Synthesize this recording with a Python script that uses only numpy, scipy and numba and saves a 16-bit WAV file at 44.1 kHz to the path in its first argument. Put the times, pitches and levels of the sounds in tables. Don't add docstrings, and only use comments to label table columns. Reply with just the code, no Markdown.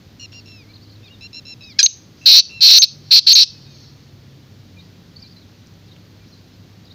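import sys
import numpy as np
from scipy import signal
from scipy.fft import rfft, irfft, next_fast_len
from scipy.io import wavfile
from scipy.ndimage import uniform_filter1d
from numba import njit

SR = 44100
rng = np.random.default_rng(int(sys.argv[2]) if len(sys.argv) > 2 else 0)


def file_out(sig):
    cols = np.atleast_2d(sig).T
    lim = np.clip(cols, -1, 1)
    pcm = np.round(lim * 32767).astype(np.int16)
    wavfile.write(sys.argv[1], SR, pcm)


def elevation(decibels):
    levels = np.asarray(decibels, float)
    return 10 ** (levels / 20)


N = 306054

# start_s, end_s, attack_s, release_s, level_db, flap_start_hz, upper_start_hz, roughness (0-1)
RASPS = [(1.829, 1.875, .001, .012, -1.5, 261.6, 5910, 0.7),
         (2.256, 2.416, .007, .014, -5.5, 285.4, 5226, 0.62),
         (2.6059, 2.86, .026, 0.018, -5.5, 278.6, 5225, 0.69), (3.107, 3.206, .010, .014, -6, 264, 5080, 1),
         (3.265, 3.452, .009, 0.018, -6.5, 270.9, 5114, .9)]
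# centre_hz, width_hz, level_db (before roughness scales it)
THROAT = [(4300, 590, -4.5), (3700, 500, -15.5), (5000, 230, -16.5), (2800, 900, -23), (1184.6, 1500, -44)]
# pitch_hz, level_db, lag_cycles
LOW_BANDS = [(1584, -42, 0.38), (2602, -24, 0.34), (3150, -22, 0.93)]
# time_s, level_db
CLUCK_LEVEL = [(1.786, -34.5), (1.789, -24), (1.791, -6.5), (1.808, -11), (1.8095, -18), (1.812, -13),
               (1.8145, -21), (1.819, -22), (1.827, -28)]
# pitch_hz, level_db
CLUCK_COLOUR = [(800, -45), (1650, -11), (2500, -12), (3300, -13), (4200, -1), (5000, 0), (5900, -6),
                (6700, -14), (8000, -45)]
# start_s, length_s, top_hz, bend_hz, level_db
WHISTLES = [(1.828, 0.035, 6520, 1300, -9), (2.784, 0.037, 6385, 700, -12), (3.331, .0235, 6465, 350, -12)]
# delay_s, spread_s, level_db (before the leaves' filter)
ECHOES = [(0.168, 0.029, -51.5), (0.432, 0.046, -47), (.6, .12, -58)]
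# start_s, length_s, second_start_hz, second_end_hz, second_level_db,
# third_relative_db, fourth_relative_db, catch_hz, catches_s (until they cease)
PIPING = [(0.1958, 0.066, 2940, 2800, -40, -1.5, -1, 115.4, 0.076),
          (.320, 0.083, 2830, 2790, -45.5, -8, 0, 80.3, 0.049),
          (1.209, 0.064, 2700, 2808, -42, 1.5, -2, 107, .04),
          (1.33, 0.07, 2750, 2777, -42.5, 5.5, 5, 74.4, 0.066),
          (1.452, 0.089, 2760, 2700, -43.5, 2, 4.5, 71.66, .07),
          (2.213, 0.058, 2740, 2690, -45.5, -10.5, -16, 90.7, .05),
          (2.494, 0.11, 2780, 2684, -39, -7, -13.5, 84, .06),
          (3.491, 0.098, 2680, 2552, -60, -8, 4, 80, 0.057)]
# start_s, length_s, second_hz, second_level_db, third_relative_db, fourth_relative_db
SLIDES = [(.458, 0.262, 2800, -48.5, -2, 2.5), (1.6075, 0.175, 2702, -46, 3, 0),
          (3.650, .2, 2620, -60, 6, -12)]
# length_share, pitch_ratio, level_db
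SLIDE_COURSE = [(0, 1, -2.5), (.12, 0.98, -1), (.42, .94, -3.5), (.6, 0.86, -4.5), (.75, .73, -16.5),
                (1, 0.86, -4)]
# start_s, length_s, start_hz, middle_hz, end_hz, level_db (in the middle)
TWITTER = [(.322, 0.1, 4000, 4880, 3950, -53.5), (.685, 0.042, 4230, 4100, 4560, -55),
           (.733, .038, 3620, 4380, 3570, -49), (.812, 0.043, 4000, 4650, 3900, -51),
           (.862, 0.05, 3700, 4380, 3900, -53.5), (.920, 0.045, 3950, 4420, 3600, -52),
           (1.040, 0.057, 4950, 4700, 4000, -62), (1.055, 0.034, 4020, 4400, 3900, -55),
           (1.632, 0.025, 4300, 4670, 4870, -45), (1.662, 0.031, 4883, 5273, 5150, -56),
           (1.695, 0.038, 5280, 4500, 3720, -47), (2.000, 0.055, 3780, 4960, 4000, -64),
           (2.172, 0.028, 4000, 4730, 3840, -60.5), (4.785, 0.031, 4020, 3730, 4600, -51.5),
           (4.815, .055, 4657, 4750, 4540, -63), (5.160, 0.023, 4070, 4590, 4100, -43),
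           (5.190, 0.032, 4070, 5100, 5100, -53), (5.220, 0.04, 4960, 4260, 3920, -45),
           (5.255, 0.028, 3980, 4300, 5000, -48.5), (5.310, .027, 4800, 4700, 4050, -49),
           (5.362, 0.032, 4420, 4025, 4600, -48), (5.405, 0.04, 4490, 3900, 3100, -58.5),
           (5.290, 0.019, 4300, 4500, 4700, -58), (5.860, .014, 4524, 4900, 5200, -60),
           (5.878, 0.026, 4420, 3680, 4100, -58), (5.910, 0.027, 4300, 3680, 4600, -54),
           (5.945, 0.021, 3360, 3560, 2440, -61), (6.262, .03, 3780, 4330, 5800, -57.5),
           (6.292, 0.026, 5750, 5640, 5160, -65), (6.320, .025, 4330, 4200, 3900, -54.5),
           (6.345, .025, 4250, 4000, 4040, -59), (6.375, 0.024, 4000, 4400, 4720, -57.5),
           (6.848, .012, 4200, 4790, 5100, -53), (6.864, .022, 4400, 3820, 3850, -57),
           (6.898, .01, 3840, 4100, 4300, -57.5), (6.905, .024, 3700, 3900, 4850, -51),
           (6.325, 0.019, 4300, 4900, 5200, -61), (6.528, .03, 3610, 3920, 4800, -64)]
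# start_s, length_s, start_hz, middle_hz, end_hz, level_db (in the middle)
PEEPS = [(1.030, 0.059, 2700, 2460, 2370, -56.5), (1.030, 0.056, 3400, 3760, 3130, -53),
         (1.082, 0.068, 2620, 2844, 2700, -54), (1.118, 0.039, 3720, 3800, 3450, -55.5),
         (4.764, 0.046, 2430, 2400, 2420, -57.5), (5.200, 0.07, 2480, 2360, 2470, -64),
         (5.540, .03, 2620, 2610, 2600, -68.5), (6.205, 0.051, 2326, 2390, 2200, -63),
         (6.510, 0.046, 5160, 5130, 5170, -61.5)]
# start_s, level_db (at the onset), pitch_hz
TICKS = [(.330, -29, 3320), (.344, -36, 4200), (.482, -32, 3800), (.519, -36, 3550), (5.6644, -44.5, 5780),
         (5.6715, -37, 5790), (5.7404, -44, 5990), (5.7915, -44, 3900), (5.9646, -34.5, 2900)]
# time_s, pitch_hz, level_db
HUM_LOW = [(0, 101.5, -55), (.3, 101.7, -48), (1.25, 101.7, -47.5), (1.8, 101.6, -56.5), (2.7, 103, -57.5),
           (3.0, 102, -49), (3.6, 101.5, -51.5), (4.55, 101, -52), (4.76, 93, -48), (5.06, 100, -52),
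           (6.94, 101.4, -49)]
# time_s, pitch_hz, level_db
HUM_PASSING = [
    [(2.7, 147, -55), (2.92, 146, -47), (3.5, 141.8, -48.5), (4.34, 135.3, -46.5), (4.7, 135, -56)],
    [(4.7, 179.3, -51.5), (5.63, 171, -54.5), (6.94, 174, -57)],
]
# pitch_multiple, relative_db
HUM_ORDERS = [(2, -19), (2.5, -15.5), (3, -14)]
# pitch_hz, relative_db (per Hz)
AIR_COLOUR = [(12, -52), (20, -22), (38, -15.5), (80, -3), (106, 0), (252, -7), (668, -21), (908, -24.5),
              (2920, -26), (4320, -22.5), (6550, -31), (8190, -46.5), (13100, -43.5), (14300, -37),
              (15500, -49.5)]

NEAR_DB = 11.5
MAIN_HZ, MAIN_SAG_HZ_PER_S = 4208, 130
MAIN_ARCH_HZ, MAIN_ARCH_S = 128.6, .075
UPPER_CLIMB_HZ_PER_S, FLAP_SAG_HZ_PER_S = 2500, 60
UPPER_START_DB, UPPER_FULL_DB, UPPER_GROWS_S = -14.5, -9, 0.12
RESUMED_UPPER_HZ, RESUMED_UPPER_DB, RESUMED_FLAP_HZ, RESUMED_DB = 5330, -8, 260.5, -0.5
RASP_START_DB, RASP_END_DB = -21.5, -29
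RASP_FADE_S, RASP_FADE_DB = .035, -3
LOW_ONSET_DB, LOW_ONSET_S = 16.5, 0.012
STROKE_FLOOR, STROKE_SHARPNESS = .25, 3.0
EVENING = .65
CLUCK_START_HZ, CLUCK_END_HZ, CLUCK_FALL_S = 1092, 813.4, 0.0049
CLUCK_BREATH_DB, CLUCK_BREATH_RISE_DB, CLUCK_BREATHY_S = -12.5, 24.5, 1.8115
WHISTLE_TOP, WHISTLE_DIP_DB = 0.78, -2
WHISTLE_PLUNGE_HZ = 2200
OVERLAP_S = .002
SCRUB_DB, SCRUB_T60_S = -26.5, 0.35
PIPING_PEAK, PIPING_SWELL_DB = 0.65, 9
FIFTH_DB = -15
SLIDE_DULLS_DB = -16
FIRST_CATCH_S, CATCH_CLICK_DB = 0.0094, -6
SLIDE_CATCH_HZ, SLIDE_CATCHES_S = 78, .055
TWITTER_SWELL_DB = 2.5
AIR_DB = -47


def rasps():
    out = np.zeros(N)
    for start, end, attack_s, release_s, level, flap_start_hz, upper_start_hz, rough in RASPS:
        at, gate, t = span(start, end - start, edge_s=0.0019)
        left = end - start - t
        db = level + RASP_START_DB * np.clip(1 - t / attack_s, 0, 1) ** 2
        db += RASP_END_DB * np.clip(1 - left / release_s, 0, 1)
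        db += RASP_FADE_DB * np.clip(1 - left / RASP_FADE_S, 0, 1)
        flap_hz = flap_start_hz - FLAP_SAG_HZ_PER_S * t
        main_arch = np.sin(np.pi * np.minimum(t / MAIN_ARCH_S, 1) ** 2)
        main_hz = MAIN_HZ - MAIN_SAG_HZ_PER_S * t + MAIN_ARCH_HZ * main_arch
        upper_hz = upper_start_hz + UPPER_CLIMB_HZ_PER_S * t
        upper_db = UPPER_FULL_DB + (UPPER_START_DB - UPPER_FULL_DB) * np.clip(1 - t / UPPER_GROWS_S, 0, 1)

        resumed = sum((start < s) & (at / SR > s + length / 2) for s, length, *_ in WHISTLES) > 0
        upper_hz[resumed] = RESUMED_UPPER_HZ
        upper_db[resumed] = RESUMED_UPPER_DB
        flap_hz[resumed] = RESUMED_FLAP_HZ
        db += RESUMED_DB * resumed

        cycle = np.cumsum(flap_hz * (1 + .055 * rough * drift(150, len(at)))) / SR + .2
        bend = .016 * drift(30, len(at))

        def strokes(hz, lag, climb):
            place = (cycle - lag) % 1
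            swell = STROKE_FLOOR + np.sin(np.pi * place ** 1.2) ** STROKE_SHARPNESS
            flicker = elevation(4.5 * rough * drift(600, len(at)))
            wobble = 1 + climb * (place - .55) + bend + .02 * rough * drift(500, len(at))
            tone = np.sin(turns(uniform_filter1d(hz * wobble, size=12)))
            return rms_one(swell * flicker * tone)

        voice = strokes(main_hz, 0, climb=0.29)
        voice += elevation(upper_db) * strokes(upper_hz, 0.71, climb=0.3)
        for hz, level_db, lag in LOW_BANDS:
            flare_db = LOW_ONSET_DB * np.exp(-t / LOW_ONSET_S) * (hz < 2000)
            voice += elevation(level_db + flare_db) * strokes(hz, lag, climb=0.14)
        breath = rng.standard_normal(len(at))
        breath *= .5 + np.sin(np.pi * (cycle - .1)) ** 2
        for hz, width_hz, level_db in THROAT:
            voice += rough * elevation(level_db) * twice(breath, hz, width_hz)
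        voice += elevation(-20) * twice(breath, 1.06 * upper_hz, 460)
        voice /= smooth_power(voice, size=160) ** (EVENING / 2)
        out[at] += gate * elevation(db) * rms_one(voice)
    for start, length, *_ in WHISTLES:
        at, gate, _ = span(start + OVERLAP_S, length - OVERLAP_S, edge_s=.002)
        out[at] *= 1 - gate
    return out


def cluck():
    at, gate, (db,) = note(CLUCK_LEVEL, edge_s=0.0021)
    t = at / SR
    hz = CLUCK_END_HZ + (CLUCK_START_HZ - CLUCK_END_HZ) * np.exp(-((t - t[0]) / CLUCK_FALL_S) ** 2)
    breath_db = CLUCK_BREATH_DB + CLUCK_BREATH_RISE_DB / (1 + np.exp((CLUCK_BREATHY_S - t) / .0015))
    phase = turns(hz * (1 + .02 * drift(400, len(at))))
    stack = np.zeros(len(at))
    for k in range(2, 11):
        partial_db = at_hz(CLUCK_COLOUR, k * hz) + 3.5 * drift(300, len(at))
        stack += elevation(partial_db) * np.sin(k * phase + k * k)
    air_flow = rng.standard_normal(len(at))
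    breath = twice(air_flow, 4100, 800)
    breath += elevation(-16) * twice(air_flow, 4900, 600)
    breath += elevation(-14.5) * twice(air_flow, 3100, 900)
    voice = rms_one(stack) * elevation(-breath_db) + breath
    out = np.zeros(N)
    out[at] = gate * elevation(db) * voice / np.sqrt(smooth_power(voice, size=200))
    return out


def whistles():
    out = np.zeros(N)
    for start, length, top_hz, bend_hz, level in WHISTLES:
        at, gate, t = span(start, length, edge_s=0.0014)
        off_top = (t / length - WHISTLE_TOP) ** 2
        plunge = WHISTLE_PLUNGE_HZ * np.exp((t - length) / .0012)
        hz = top_hz - bend_hz * off_top - plunge
        db = level + WHISTLE_DIP_DB * np.exp(-off_top / .04)
        phase = turns(hz / 2)
        octave_below = elevation(-21.5) * np.exp(-t / 0.0097) * np.sin(phase)
        gate = gate * elevation(.8 * drift(200, len(at)))
        breath = elevation(-20.5) * twice(rng.standard_normal(len(at)), 4200, 560)
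        out[at] += gate * elevation(db) * (np.sqrt(2) * (np.sin(2 * phase) + octave_below) + breath)
    return out


def scrub(x):
    t = np.arange(int(1.2 * SR)) / SR
    wash = (t > .01) * elevation(-60 * t / SCRUB_T60_S)
    shape = elevation(SCRUB_DB) * wash / np.sqrt(np.sum(wash ** 2))
    for delay_s, spread_s, db in ECHOES:
        clump = np.exp(-.5 * ((t - delay_s) / spread_s) ** 2)
        shape = np.hypot(shape, elevation(db) * clump / np.sqrt(np.sum(clump ** 2)))
    scatter = shape * rng.standard_normal(len(t))
    scatter *= elevation(3.0 * drift(25, len(t)))
    scatter -= .65 * resonate(scatter, np.full(len(t), 4000.), 1400., SR)
    leaves = signal.butter(2, [2600, 7000], "band", fs=SR, output="sos")
    return signal.fftconvolve(x, signal.sosfilt(leaves, scatter))[:N]


def piping():
    out = np.zeros(N)
    for start, length, start_hz, end_hz, db, third_db, fourth_db, catch_hz, catches_s in PIPING:
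        at, gate, t = span(start, length, edge_s=.0015)
        level = db - PIPING_SWELL_DB * (t / length - PIPING_PEAK) ** 2
        levels = level + np.c_[[0, third_db, fourth_db, fourth_db + FIFTH_DB]]
        hz = start_hz + (end_hz - start_hz) * t / length
        out[at] += gate * piped(t, hz, levels, catch_hz, catches_s)
    share, ratio, slide_db = np.transpose(SLIDE_COURSE)
    for start, length, hz, db, third_db, fourth_db in SLIDES:
        at, gate, t = span(start, length, edge_s=.0015)
        level = db + np.interp(t / length, share, slide_db)
        upper = level + SLIDE_DULLS_DB * (t / length) ** 2
        levels = level, upper + third_db, upper + fourth_db, upper + fourth_db + FIFTH_DB
        sliding_hz = hz * uniform_filter1d(np.interp(t / length, share, ratio), size=600)
        out[at] += gate * piped(t, sliding_hz, levels, SLIDE_CATCH_HZ, SLIDE_CATCHES_S)
    return out


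def piped(t, hz, levels, catch_hz, catches_s):
    gap = .12 + .45 * np.exp(-t / .02)
    beat = (catch_hz * (t - FIRST_CATCH_S) * (1 + .04 * drift(60, len(t)))) % 1
    depth = (t > FIRST_CATCH_S / 2) * np.exp(-(t / catches_s) ** 6)
    catch = uniform_filter1d((beat < gap) * (t > FIRST_CATCH_S) * depth, size=60)
    sag = uniform_filter1d(catch, size=200)
    ending = np.exp((t - t[-1]) / 0.0042)
    phase = turns(hz / 2 * (1 - .07 * sag - .075 * ending - .03 * np.exp(-t / .02)))
    reopening = np.exp(-((beat - gap) / catch_hz / .0008) ** 2)
    click = depth * reopening * twice(rng.standard_normal(len(t)), 4300, 3000)
    voice = np.zeros(len(t))
    for k, db in enumerate(levels, start=2):
        voice += np.sqrt(2) * elevation(db + 1.5 * drift(200, len(t))) * np.sin(k * phase)
    return (1 - 0.83 * catch) * (1 - 0.39 * ending) * voice + elevation(levels[0] + CATCH_CLICK_DB) * click


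def twitter():
    out = sweeps(TWITTER, upper_db=-10) + sweeps(PEEPS, upper_db=-np.inf)
    t = np.arange(4000) / SR
    smear = rng.standard_normal(len(t)) * np.exp(-t / 0.023)
    return out + elevation(-7) * signal.fftconvolve(out, smear / np.sqrt(np.sum(smear ** 2)))[:N]


def sweeps(rows, upper_db):
    out = np.zeros(N)
    for start, length, start_hz, middle_hz, end_hz, level in rows:
        at, gate, t = span(start, length, edge_s=0.002)
        bow = arch(t / length)
        straight_hz = start_hz + (end_hz - start_hz) * t / length
        hz = straight_hz + (middle_hz - (start_hz + end_hz) / 2) * (1 + bow)
        upper = elevation(upper_db + 4.0 * drift(80, len(at))) * np.sin(turns(4000 + 1.3 * (hz - 3700)))
        db = level + TWITTER_SWELL_DB * bow + 2.6 * drift(120, len(at))
        out[at] += gate * np.sqrt(2) * elevation(db) * (np.sin(turns(hz)) + upper)
    return out


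def ticks():
    out, t = np.zeros(N), np.arange(200) / SR
    for s, db, hz in TICKS:
        first = round(s * SR)
        out[first:first + 200] += elevation(db) * np.exp(-t / 0.00058) * np.sin(2 * np.pi * hz * t)
    return out


def hum():
    out = np.zeros(N)
    for rows, orders in [(HUM_LOW, HUM_ORDERS)] + [(rows, []) for rows in HUM_PASSING]:
        at, gate, (hz, db) = note(rows, edge_s=.02)
        phase = turns(hz * (1 + 0.013 * drift(21, len(at))))
        for multiple, order_db in [(1, 0)] + orders:
            level = elevation(db + order_db + 0.6 * drift(24, len(at)))
            out[at] += gate * np.sqrt(2) * level * np.sin(multiple * phase)
    return out


def air():
    size = next_fast_len(N)
    hz = np.maximum(np.arange(size // 2 + 1) * SR / size, 1)
    colour_db = at_hz(AIR_COLOUR, hz) + 5.0 * np.exp(-((hz - 14600) / 450) ** 4)
    noise = irfft(rfft(rng.standard_normal(size)) * elevation(colour_db), size)[:N]
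    return elevation(AIR_DB) * rms_one(noise)


def span(start, length, edge_s):
    at = np.arange(int(start * SR), min(int((start + length) * SR), N))
    t = at / SR - start
    gate = np.sin(np.clip(np.minimum(t, length - t) / edge_s, 0, 1) * np.pi / 2) ** 2
    return at, gate, t


def note(rows, edge_s):
    s, *columns = np.transpose(rows)
    at, gate, _ = span(s[0], s[-1] - s[0], edge_s)
    return at, gate, [np.interp(at / SR, s, c) for c in columns]


def arch(share):
    return -(2 * share - 1) ** 2


def drift(rate, size):
    steps = np.arange(size) * rate / SR
    points = rng.standard_normal(int(steps[-1]) + 2)
    return 1.2 * np.interp(steps, np.arange(len(points)), points)


def turns(hz):
    return 2 * np.pi * (np.cumsum(hz) / SR + rng.random())


def rms_one(x):
    return x / np.sqrt(np.mean(x ** 2) + 1e-20)


def smooth_power(x, size):
    return uniform_filter1d(uniform_filter1d(x ** 2, size=size), size=size)


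def at_hz(points, hz):
    points_hz, points_db = np.transpose(points)
    return np.interp(np.log(hz), np.log(points_hz), points_db)


@njit
def resonate(x, hz, width_hz, sr):
    out, r = np.zeros(len(x)), np.exp(-np.pi * width_hz / sr)
    for i in range(2, len(x)):
        push = (1 - r * r) / 2 * (x[i] - x[i - 2])
        out[i] = push + 2 * r * np.cos(2 * np.pi * hz[i] / sr) * out[i - 1] - r * r * out[i - 2]
    return out


def twice(x, hz, width_hz):
    hz = hz * np.ones(len(x))
    once = resonate(x, hz, 0.98 * width_hz, SR)
    return rms_one(resonate(once, hz, width_hz, SR))


def scene():
    bird = elevation(NEAR_DB) * (rasps() + cluck() + whistles())
    return (bird + scrub(bird) + piping() + twitter() + ticks() + hum() + air())[None]


def roll_off(x):
    return signal.sosfilt(signal.butter(12, 15690, fs=SR, output="sos"), x)


def record(dry):
    level_db = 10 * np.log10(uniform_filter1d(dry[0] ** 2, size=220) + 1e-12)
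    duck_db = 10.77 * np.clip((level_db + 24.5) / 22, 0, 1)
    fall = 110 * np.arange(N) / SR
    held_db = np.maximum.accumulate(duck_db + fall) - fall
    ducked = dry * elevation(-uniform_filter1d(held_db, size=130))
    return roll_off(np.clip(ducked, -.98, .98))


dry = scene()
out = record(dry)
file_out(out)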